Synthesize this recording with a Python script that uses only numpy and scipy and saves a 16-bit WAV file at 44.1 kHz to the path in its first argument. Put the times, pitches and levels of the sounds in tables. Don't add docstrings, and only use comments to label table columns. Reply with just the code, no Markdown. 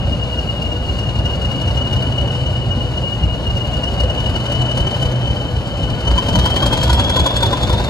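import sys
import numpy as np
from scipy import signal
from scipy.fft import rfft, irfft, next_fast_len
from scipy.io import wavfile
from scipy.ndimage import uniform_filter1d

SR = 44100
rng = np.random.default_rng(int(sys.argv[2]) if len(sys.argv) > 2 else 0)


def voltage_ratio(level):
    return 10 ** (np.asarray(level, float) / 20)


def bounce(signal):
    frames = np.transpose(np.atleast_2d(signal))
    limited = np.clip(frames, -1, 1)
    pcm = np.round(limited * 32767).astype(np.int16)
    wavfile.write(sys.argv[1], SR, pcm)


N = 347949
TIME = np.arange(N) / SR

# place in sixteenths of a cycle, hiss level/dB, knock level/dB
FIRINGS = [(.6, -12, -9), (1.85, -1, -5), (4.4, -9, -9), (5.75, 0, -1), (7.75, -1, -6), (10.6, -13, -7),
           (11.75, -1, -1), (14.4, -6.5, -7)]


def evened(x):
    return x / np.sqrt(np.mean(x ** 2) + 1e-20)


def curves(rows):
    s, *columns = np.transpose(rows)
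    return [np.interp(TIME, s, c) for c in columns]


def bump(s, width_s):
    return np.exp(-((TIME - s) / width_s) ** 2)


def noise(points):
    f, db = np.transpose(points)
    size = next_fast_len(N, True)
    hz = np.fft.rfftfreq(size, 1 / SR)
    gain = voltage_ratio(np.interp(np.log(hz + 1), np.log(f), db, left=-90, right=-90))
    return evened(irfft(rfft(rng.standard_normal(size)) * gain, size)[:N])


def drift(top_hz):
    f, start = np.geomspace(top_hz / 8, top_hz, 8), rng.random(8)
    t = TIME[::256, None]
    wander = np.sin(2 * np.pi * (f * t + start)).sum(1)
    return np.interp(TIME, t[:, 0], evened(wander))


def resonate(x, hz, width):
    turn = np.exp(2j * np.pi * np.cumsum(hz * np.ones(N)) / SR)
    r = np.exp(-np.pi * width / SR)
    return 2 * (turn * signal.lfilter([1 - r], [1, -r], x / turn)).real


def pipe(x, hz, width):
    peak = signal.iirpeak(hz, hz / width, SR)
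    return signal.lfilter(*peak, signal.lfilter(*peak, x))


def breeze():
    # f/Hz, level/dB
    flutter = [(22, -16), (45, 0), (70, -1), (130, -5), (220, -15), (400, -32)]
    return voltage_ratio(-36) * np.array([noise(flutter), noise(flutter)])


def yard(x):
    t60_s = .1
    taps = np.zeros((6, 8000))
    at = np.arange(150, 7980, 20) + rng.integers(0, 20, (6, 392))
    np.put_along_axis(taps, at, rng.choice([-1., 1.], at.shape), 1)
    taps *= voltage_ratio(-60 * np.arange(8000) / SR / t60_s)
    turns = np.sqrt(2 / 3) * np.cos(2 * np.pi * (2.3 * TIME + np.arange(3)[:, None] / 3))
    sends = np.tile(x * turns, (2, 1))
    wet = signal.oaconvolve(sends, taps / np.linalg.norm(taps[0]), axes=1)[:, :N]
    return wet.reshape(2, 3, N).sum(1)


def generator():
    # f/Hz, level/dB
    tones = [(500.5, -42)]
    hum = 0
    for hz, db in tones:
        phase = hz * TIME + 0.31 * drift(9.)
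        hum = hum + voltage_ratio(db + 2.5 + 3 * drift(2.6)) * np.sqrt(2) * np.sin(2 * np.pi * phase)
    return hum


def clunks():
    # t/s, peak level/dB, ring f/Hz, t60/s
    strains = [(0.116, 4.5, 226, 0.021), (2.069, -12, 250, 0.06), (2.771, -5.5, 227, 0.059),
               (6.34, -10, 182, 0.34), (4.035, -9.0, 510, 0.14), (6.282, -7.5, 236, 0.078),
               (6.452, -17, 210, 0.074), (6.35, -13, 210, .15)]
    out, t = np.zeros(N + 9000), np.arange(9000) / SR
    for s, db, hz, t60 in strains:
        envelope = voltage_ratio(db - 60 * t / t60) * (1 - np.exp(-t / 0.0053))
        out[round(s * SR):][:9000] += envelope * np.sin(2 * np.pi * hz * t)
    return out[:N]


def levels(cycles, load):
    # t/s, level change/dB, half-width/s
    lulls = [(.06, 5, 0.025), (.31, -3, .12), (1.19, 0, .06), (2.022, 1, .15), (3.05, 3, 0.094),
             (3.14, -2, .05), (3.25, 3.5, 0.055), (3.82, -9, 0.039), (4.48, -5.5, 0.074), (4.65, 1.5, 0.13),
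             (4.85, 1.5, 0.12), (5.69, -6, 0.066), (5.92, 7, .04), (6.02, 0, 0.025), (6.111, -1.5, .04),
             (6.22, -11, 0.033), (6.72, -12, 0.025), (7.29, -31, 0.039), (7.5, 1, 0.037), (7.56, -7, 0.037),
             (7.88, -2, 0.074)]
    # t/s, level change/dB
    blower_swell = [(0, 0), (.4, -3), (.7, 0), (1.3, -4), (1.7, 3), (2.3, 5), (2.8, 5), (3.0, -4), (3.5, 0),
                    (3.9, -6), (4.3, 2), (4.7, 1), (5, 2), (5.4, 4), (5.7, -5), (6.3, -3), (6.7, 5),
                    (7.1, -2)]
    touch = np.tanh(load / 0.26)
    thump_db = -24 + 0.5 * touch + 4 * load
    casing_db = -30.5 + 1.92 * touch + 6 * load
    hiss_db = -45 - 1.56 * touch + 11.5 * load
    blower_db = -26.5 + 5 * touch - 4.5 * load
    thump_db += sum(db * bump(s, w) for s, db, w in lulls)
    thump_db -= 1.5 * np.cos(2 * np.pi * (cycles - 1))
    hiss_db += 1.5 * bump(6.8, 0.19)
    blower_db += curves(blower_swell)[0]
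    return thump_db, casing_db, hiss_db, blower_db


def thump(cycles, level_db, blower_db):
    # multiple of the cycle rate, level against the thump/dB
    orders_db = [(12, -19), (13, -15), (14, -15), (15, -14), (16, -3), (17, -9), (18, -11), (19, -11),
                 (20, -15), (21, -11), (23, -11), (24, -10), (25, -12), (26, -12), (28, -11), (34.4, -13),
                 (36, -18), (44, -16)]
    # f/Hz, level/dB
    rumble = [(22, -53), (40, 1.5), (60, -10), (100, 2.5), (130, 2.5), (180, -4), (260, -11.5), (400, -16)]
    # t/s, level change/dB, half-width/s
    slack = [(.55, -1.5, 0.17), (1.15, 2.5, 0.21), (2.2, -0.5, 0.17), (2.75, 2, 0.18), (3.04, -10.5, 0.095),
             (3.6, -2, 0.054), (4.66, -4, 0.27), (5.05, 0.5, .1), (5.97, -13, 0.056), (6.25, 4.5, .1),
             (7.25, 5, 0.066)]
    blower_order = 31.3
    orders = 0
    for k, db in orders_db:
        phase = k * (cycles - .5) + .18 * drift(1.6) + .06
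        orders = orders + voltage_ratio(db + 3 * drift(2.5)) * np.cos(2 * np.pi * phase)
    blower_phase = blower_order * cycles + 0.06 * drift(5.8)
    blower = voltage_ratio(blower_db - 1.5) * np.sqrt(2) * np.sin(2 * np.pi * blower_phase)
    slack_db = sum(db * bump(s, w) for s, db, w in slack)
    return voltage_ratio(level_db) * (np.sqrt(2) * voltage_ratio(slack_db) * orders + voltage_ratio(-1) * noise(rumble)) + blower


def blasts(cycles, rise_s, scatter_db):
    # t/s, level change/dB
    odd_blasts = [(0.621, 11), (.99, 8), (1.26, 5), (1.62, 4.5), (1.94, 6), (3.717, 2), (3.84, 2.5),
                  (4.01, 2.5), (4.53, 1), (5.03, 1), (5.91, 6), (6.18, -2.5), (6.288, -2), (6.39, 1.5),
                  (6.63, -1), (6.66, 3.5), (6.9, -0.5), (6.93, 0.5), (7.2, 1), (7.37, 2), (7.432, 2),
                  (7.53, -0.5), (7.7, -2), (7.766, 1), (7.8, -4)]
    t = np.arange(2500) / SR / (1.5 * rise_s)
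    turns = np.arange(-1, 31)
    chance = np.clip(rng.standard_normal((len(FIRINGS), len(turns))), -1.5, 1.5)
    trains = np.zeros((len(FIRINGS), N))
    for train, row, luck in zip(trains, FIRINGS, chance):
        at = np.searchsorted(cycles, turns + row[0] / 16 - 5.5 * rise_s)
        inside = (at > 0) & (at < N)
        train[at[inside]] = voltage_ratio(scatter_db * luck[inside])
    shape = (t * np.exp(1 - t)) ** 18
    odd_db = sum(db * bump(s, .014) for s, db in odd_blasts)
    return voltage_ratio(odd_db) * abs(signal.oaconvolve(trains, shape[None], axes=1)[:, :N])


def casing(pulses, load, level_db):
    # f/Hz, level/dB
    roar_bands = [(120, -1), (250, -2), (420, -7.5), (600, -2.5), (800, -8.5), (1050, -12), (1300, -17.5),
                  (1500, -15), (1900, -23), (2400, -21), (3200, -16.5), (4500, -65)]
    # f/Hz, width/Hz, level/dB
    stack = [(172, 97, -30), (337.2, 55, 5), (537, 70, 8), (915, 290, 3), (1420, 220, -3.5)]
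    # f/Hz, width/Hz, level/dB
    chimney = [(984, 16, -8), (1520, 170, -11.5), (590, 65, -17)]
    knock = voltage_ratio(np.transpose(FIRINGS)[2]) @ pulses
    gas = rng.standard_normal(N)
    ring = evened(sum(voltage_ratio(db) * pipe(gas, hz, w) for hz, w, db in stack))
    puffs = gas * knock * load ** 2
    after = sum(voltage_ratio(db) * evened(pipe(puffs, hz, w)) for hz, w, db in chimney)
    roar = noise(roar_bands) * (1 + 0.4 * load ** 0.41 * knock)
    push = evened(np.gradient(np.gradient(knock)))
    driven = load ** 0.89 * (voltage_ratio(10) * knock * ring - voltage_ratio(-6) * push)
    return voltage_ratio(level_db) * (voltage_ratio(4 - 3 * load) * roar + driven + voltage_ratio(-14) * after)


def barks():
    # t/s, f/Hz, peak level/dB
    notes_sung = [(6.187, 997, -16.5), (6.292, 924, -16), (6.362, 942, -17.5), (6.463, 1035, -15.5),
                  (6.633, 1107, -16.5), (6.667, 997, -26), (6.737, 888, -16.5), (6.937, 946, -17),
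                  (7.001, 1020, -20), (7.105, 918, -22), (7.173, 1018, -13), (7.267, 1027, -15),
                  (7.31, 1045, -21), (7.438, 938, -13.5), (7.536, 1005, -15.5), (7.637, 860, -26),
                  (7.738, 953, -17.5), (7.802, 837, -19.5)]
    rise_s, sag = .009, 0.082
    out, t = np.zeros(N + 9000), np.arange(3000) / SR
    u = t / rise_s
    for s, hz, db in notes_sung:
        note = np.sin(2 * np.pi * np.cumsum(hz * (1 + sag * (1.2 - u) / 2)) / SR)
        out[round((s - rise_s) * SR):][:3000] += voltage_ratio(db) * (u * np.exp(1 - u)) ** 2 * note
    return out[:N]


def exhaust(pulses, load, level_db):
    # f/Hz, level/dB
    hiss = [(1100, -8), (2200, -2.5), (3250, -1.5), (3700, 1.5), (4400, 2), (5500, -6.5), (7000, -10),
            (9000, -13), (11500, -18.5), (14000, -23.5), (16200, -23)]
    # f/Hz, level/dB
    crack = [(4500, -20), (6000, -23), (8000, 15), (12000, 1), (16200, -18)]
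    # f/Hz, level/dB
    slap = [(150, -20), (300, 7), (600, -3), (1000, 2), (1500, 3), (2200, -7), (2900, -7), (3600, -25)]
    pops = evened(uniform_filter1d(rng.standard_normal(N), size=round(.0025 * SR)))
    crackle_db = 2.3 * (np.clip(pops, -2, 2) - .3)
    burst = voltage_ratio(np.transpose(FIRINGS)[1]) @ pulses * voltage_ratio(crackle_db)
    gusts_db = .9 * drift(12.)
    jet = noise(hiss) * (1 - 0.088 * load + (.5 + 4.2 * load) * burst)
    front = voltage_ratio(3.5) * load * burst ** 2 * noise(crack)
    body = voltage_ratio(-1.5 + 7.5) * load ** .5 * burst * noise(slap)
    return voltage_ratio(level_db + 5 - 2.85 * load + gusts_db) * (jet + front + body)


def flares(hz):
    # t/s, level/dB, f/Hz
    turbine_flares = [(0.132, -16.6, 2871), (0.231, -18.4, 2852), (0.391, -15.9, 2847), (0.502, -20.1, 2853),
                      (0.625, -17.0, 2839), (0.666, -21.4, 2852), (0.725, -17.3, 2867), (0.764, -20.5, 2864),
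                      (0.895, -19.0, 2853), (0.996, -18.6, 2848), (1.037, -20.9, 2859), (1.073, -20.5, 2858),
                      (1.16, -20.8, 2858), (1.192, -22.3, 2851), (1.259, -17.3, 2870), (1.301, -21.1, 2891),
                      (1.339, -21.6, 2863), (1.422, -19.8, 2875), (1.454, -19.6, 2868), (1.519, -17.4, 2878),
                      (1.558, -19.7, 2898), (1.62, -19.4, 2899), (1.681, -16.7, 2889), (1.711, -20.9, 2880),
                      (1.776, -16.9, 2903), (1.817, -18.5, 2921), (1.853, -20.6, 2906), (1.874, -21.5, 2899),
                      (1.935, -16.7, 2893), (1.965, -18.8, 2906), (2.029, -18.9, 2906), (2.065, -21.1, 2929),
                      (2.124, -20.6, 2934), (2.184, -18.2, 2925), (2.221, -23.2, 2929), (2.283, -22.8, 2914),
                      (2.313, -20.3, 2924), (2.353, -20.8, 2935), (2.467, -19.2, 2930), (2.558, -19.1, 2919),
                      (2.716, -16.4, 2897), (2.817, -18.8, 2899), (2.98, -16.8, 2899), (3.042, -21.8, 2897),
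                      (3.074, -20.2, 2886), (3.127, -20.6, 2920), (3.238, -16.6, 2878), (3.308, -21.4, 2882),
                      (3.345, -21.0, 2882), (3.474, -18.1, 2868), (3.509, -18.5, 2876), (3.575, -17.1, 2867),
                      (3.614, -20.2, 2889), (3.651, -20.2, 2883), (3.741, -19.0, 2857), (3.77, -21.9, 2860),
                      (3.84, -15.6, 2888), (3.88, -20.0, 2918),
                      (4.006, -16.5, 2887), (4.041, -21.6, 2908), (4.104, -16.4, 2920), (4.183, -20.3, 2935),
            (4.205, -20.8, 2930), (4.268, -17.6, 2919), (4.364, -19.7, 2946), (4.464, -20.7, 2935),
            (4.524, -16.5, 2944), (4.619, -16.7, 2971), (4.697, -21.2, 2973), (4.718, -20.1, 2969),
            (4.777, -16.0, 2980), (4.809, -22.3, 2991), (4.872, -16.6, 2998), (4.947, -22.0, 3016),
            (5.028, -17.5, 3006), (5.06, -23.1, 3026), (5.121, -21.0, 3029), (5.161, -23.4, 3028),
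            (5.279, -21.4, 3006), (5.311, -24.3, 3023), (5.37, -26.9, 3015), (5.411, -24.3, 3017),
            (5.461, -25.9, 3042), (5.568, -22.5, 3000), (5.657, -25.3, 3002), (5.719, -27.5, 2985),
            (5.802, -25.4, 2968), (5.838, -21.0, 2974), (5.905, -23.1, 2963), (6.08, -14.5, 3014),
            (6.184, -13.2, 3041), (6.293, -17.5, 3033), (6.358, -11.3, 3084), (6.396, -16.3, 3088),
            (6.466, -14.7, 3096), (6.518, -17.2, 3085), (6.569, -14.7, 3102), (6.632, -11.5, 3173),
            (6.668, -18.2, 3223), (6.733, -15.8, 3211), (6.812, -18.3, 3222), (6.901, -13.4, 3273),
            (7.0, -14.7, 3329), (7.047, -15.9, 3335), (7.101, -20.2, 3352), (7.15, -19.9, 3369),
            (7.169, -13.8, 3380), (7.198, -18.1, 3414), (7.268, -16.1, 3405), (7.368, -15.8, 3402),
            (7.433, -16.1, 3443), (7.465, -18.5, 3488), (7.535, -18.0, 3481), (7.636, -16.4, 3460),
            (7.704, -23.8, 3491), (7.723, -23.3, 3551)]
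    s, db, flare_hz = np.array(turbine_flares).T[:, :, None]
    t = TIME[::64]
    near = np.exp(-((t - s) / .0095) ** 2)
    pull = near * (flare_hz - np.interp(s, TIME, hz))
    pull_hz = pull.sum(0) / np.maximum(near.sum(0), .5)
    lift_db = .3 + 5 * (flare_hz - hz.min()) / 1000
    height = np.sqrt(((near * voltage_ratio(db + lift_db)) ** 2).sum(0))
    return np.interp(TIME, t, height), np.interp(TIME, t, pull_hz)


def turbo(pulses, load):
    # t/s, f/Hz, level/dB
    whistle = [(0.0, 2880, -24), (0.5, 2864, -23), (1.2, 2869, -25), (1.6, 2891, -23.5), (2.25, 2931, -22),
               (3.0, 2900, -25), (3.6, 2885, -26.5), (4.0, 2913, -22), (4.8, 2992, -20), (5.2, 3017, -22),
               (5.6, 3005, -27), (6.0, 3002, -22), (6.4, 3082, -15), (6.75, 3193, -17), (7.2, 3383, -12.5),
               (7.6, 3489, -23.5), (7.89, 3610, -21.5)]
    hz, level_db = curves(whistle)
    flare, pull_hz = flares(hz)
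    speed = ((hz - hz.min()) / 700) ** 3
    near_hz = hz + pull_hz + (14 + 25 * load ** 2 + 50 * speed) * drift(90.)
    near = 2 * np.pi * np.cumsum(near_hz) / SR
    twin_hz = hz + 58 + (12 + 50 * load ** 2 + 60 * speed) * drift(60.)
    twin = 2 * np.pi * np.cumsum(twin_hz) / SR
    centre_hz = hz + (40 * load ** 2 + 80 * speed) * drift(80.)
    far = evened(resonate(resonate(rng.standard_normal(N), centre_hz, 110.), centre_hz, 110.))
    lead = 2 * np.pi * np.cumsum(140 * bump(4.65, .3)) / SR
    spots = np.minimum(voltage_ratio(np.transpose(FIRINGS)[1]) @ pulses, .6)
    height = np.hypot(voltage_ratio(level_db - 10 - 5 * load + 3.5 * drift(70.)), flare)
    overtone_fuzz = evened(resonate(rng.standard_normal(N), 2 * hz, 110.))
    overtone = height * spots * np.sin(2 * near + lead) + .07 * voltage_ratio(level_db) * overtone_fuzz
    others = voltage_ratio(-11 + 3 * drift(30.)) * np.sin(twin) + voltage_ratio(-11 + .8 * load) * far
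    overtone_gain = voltage_ratio(-21 + 16 * load * (1.2 - load))
    return height * np.sin(near) + voltage_ratio(level_db) * others + overtone_gain * overtone


def ports(direct, echo):
    # f/Hz, left lead/rad, left-right level/dB, direct share
    port_bands = [(90, 0, .2, .975), (250, .05, 1.1, .84), (600, .55, 2.7, .8), (1400, 1.1, 1.2, .86),
                  (2200, 1.9, 1, .68), (2900, 2.4, 7, .85), (3400, 3.3, 2, .8), (4200, 6.2, -.3, .9),
                  (5500, 7.6, 1.5, .55), (6100, 7.6, 6, .6), (7000, 6.3, .8, .85), (9000, 3.14, .1, .72),
                  (15400, -6.4, .2, .6)]
    f, *columns = np.transpose(port_bands)
    hz = np.fft.rfftfreq(N, 1 / SR)
    lead, balance_db, share = (np.interp(hz, f, c) for c in columns)
    share, side = np.clip(share, 0, 1), np.array([[.5], [-.5]])
    heard = np.sqrt(share) * rfft(direct) * np.exp(1j * side * lead)
    heard = heard + np.sqrt(1 - share) * rfft(echo)
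    return irfft(heard * voltage_ratio(side * balance_db), N)


def scene():
    # t/s, four-stroke cycle rate f/Hz
    crank = [(0, 3.819), (.5, 3.767), (1, 3.715), (1.5, 3.871), (2, 3.991), (2.5, 4.020), (3, 3.801),
             (3.5, 3.720), (4, 3.786), (4.5, 3.919), (5, 4.026), (5.5, 3.873), (6, 3.528), (6.5, 3.663),
             (7, 3.771), (7.5, 3.749), (8, 3.622)]
    # t/s, load 0-1
    rack = [(0, 0.02), (.5, 0), (1, 0.01), (1.4, 0.17), (1.9, 0.22), (2.6, 0.02), (3.3, 0.01), (3.7, 0.13),
            (4.5, 0.38), (4.9, 0.37), (5.5, 0.05), (5.85, 0.13), (6.02, 0.28), (6.15, 0.72), (6.8, 0.95),
            (7.3, 0.75), (7.89, 0.74)]
    # middle t/s, half-length/s
    coasting = [(.15, .4), (2.88, .55), (5.6, .26)]
    # blast change/dB, whistle change/dB
    starved_db = [(2, 0), (-14, -8), (8, 0), (-16, -16), (0, 6), (9, 0), (-12, -7), (4, 3)]
    cycles = np.cumsum(curves(crank)[0]) / SR
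    load = np.clip(curves(rack)[0], 0, 1.2)
    thump_db, casing_db, hiss_db, blower_db = levels(cycles, load)
    coast = sum(np.exp(-((TIME - s) / w) ** 6) for s, w in coasting)
    gas, blades = voltage_ratio(np.transpose(starved_db)[:, :, None] * coast)
    loco = generator() + clunks() + thump(cycles, thump_db, blower_db) + barks()
    loco += casing(gas * blasts(cycles, 0.014, 0.42), load, casing_db)
    loco += exhaust(gas * blasts(cycles, .0118, 1.3), load, hiss_db)
    whistle = turbo(blades * blasts(cycles, .0128, 1.2), load)
    echo = yard(loco + .8 * whistle)
    return ports(loco + whistle, echo) + breeze()


def thin_treble(x):
    full_moments = [.63, 1.93, 4.02, 4.52, 6.08, 6.19, 6.3, 6.36, 6.46, 6.56, 6.66, 6.73, 6.84, 7.27, 7.43,
                    7.7]
    # 0 sum or 1 difference, from f/Hz, to f/Hz, share of moments kept
    thinned = [(0, 8350, 8600, .45), (0, 8600, 8850, .15), (0, 8850, 9600, 0), (0, 12450, 13800, 0),
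               (0, 13800, 14150, .22), (0, 14150, 14500, .33), (0, 14500, 14850, .33),
               (0, 14850, 15200, .25), (0, 15200, 15900, 0), (1, 6500, 6900, .5), (1, 6900, 7450, .25),
               (1, 10350, 10750, .05), (1, 10750, 11650, 0), (1, 13750, 14150, .45), (1, 14150, 14550, .2),
               (1, 14550, 15900, 0)]
    top_hz = 15900
    window = np.sqrt(signal.windows.hann(2048, sym=False))
    mid_side = np.array([x[0] + x[1], x[0] - x[1]]) / 2
    hz, t, z = signal.stft(mid_side, SR, window, nperseg=2048)
    full = abs(t[:, None] - np.array(full_moments)).min(1) < .013
    keep = np.ones(z.shape) * (hz[:, None] < top_hz)
    for channel, low_hz, high_hz, share in thinned:
        band = (hz >= low_hz) & (hz < high_hz)
        keep[int(channel), band] = full | (rng.random(len(t)) < share)
    mid, side = signal.istft(z * keep, SR, window, nperseg=2048)[1][:, :N]
    return np.array([mid + side, mid - side])


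def low_pass(x):
    return signal.sosfilt(signal.butter(12, 16660, fs=SR, output="sos"), x)


def record(dry):
    limited = 1.06 * np.tanh(dry / 1.15)
    mix = thin_treble(limited)
    return low_pass(mix)


dry = scene()
out = record(dry)
bounce(out)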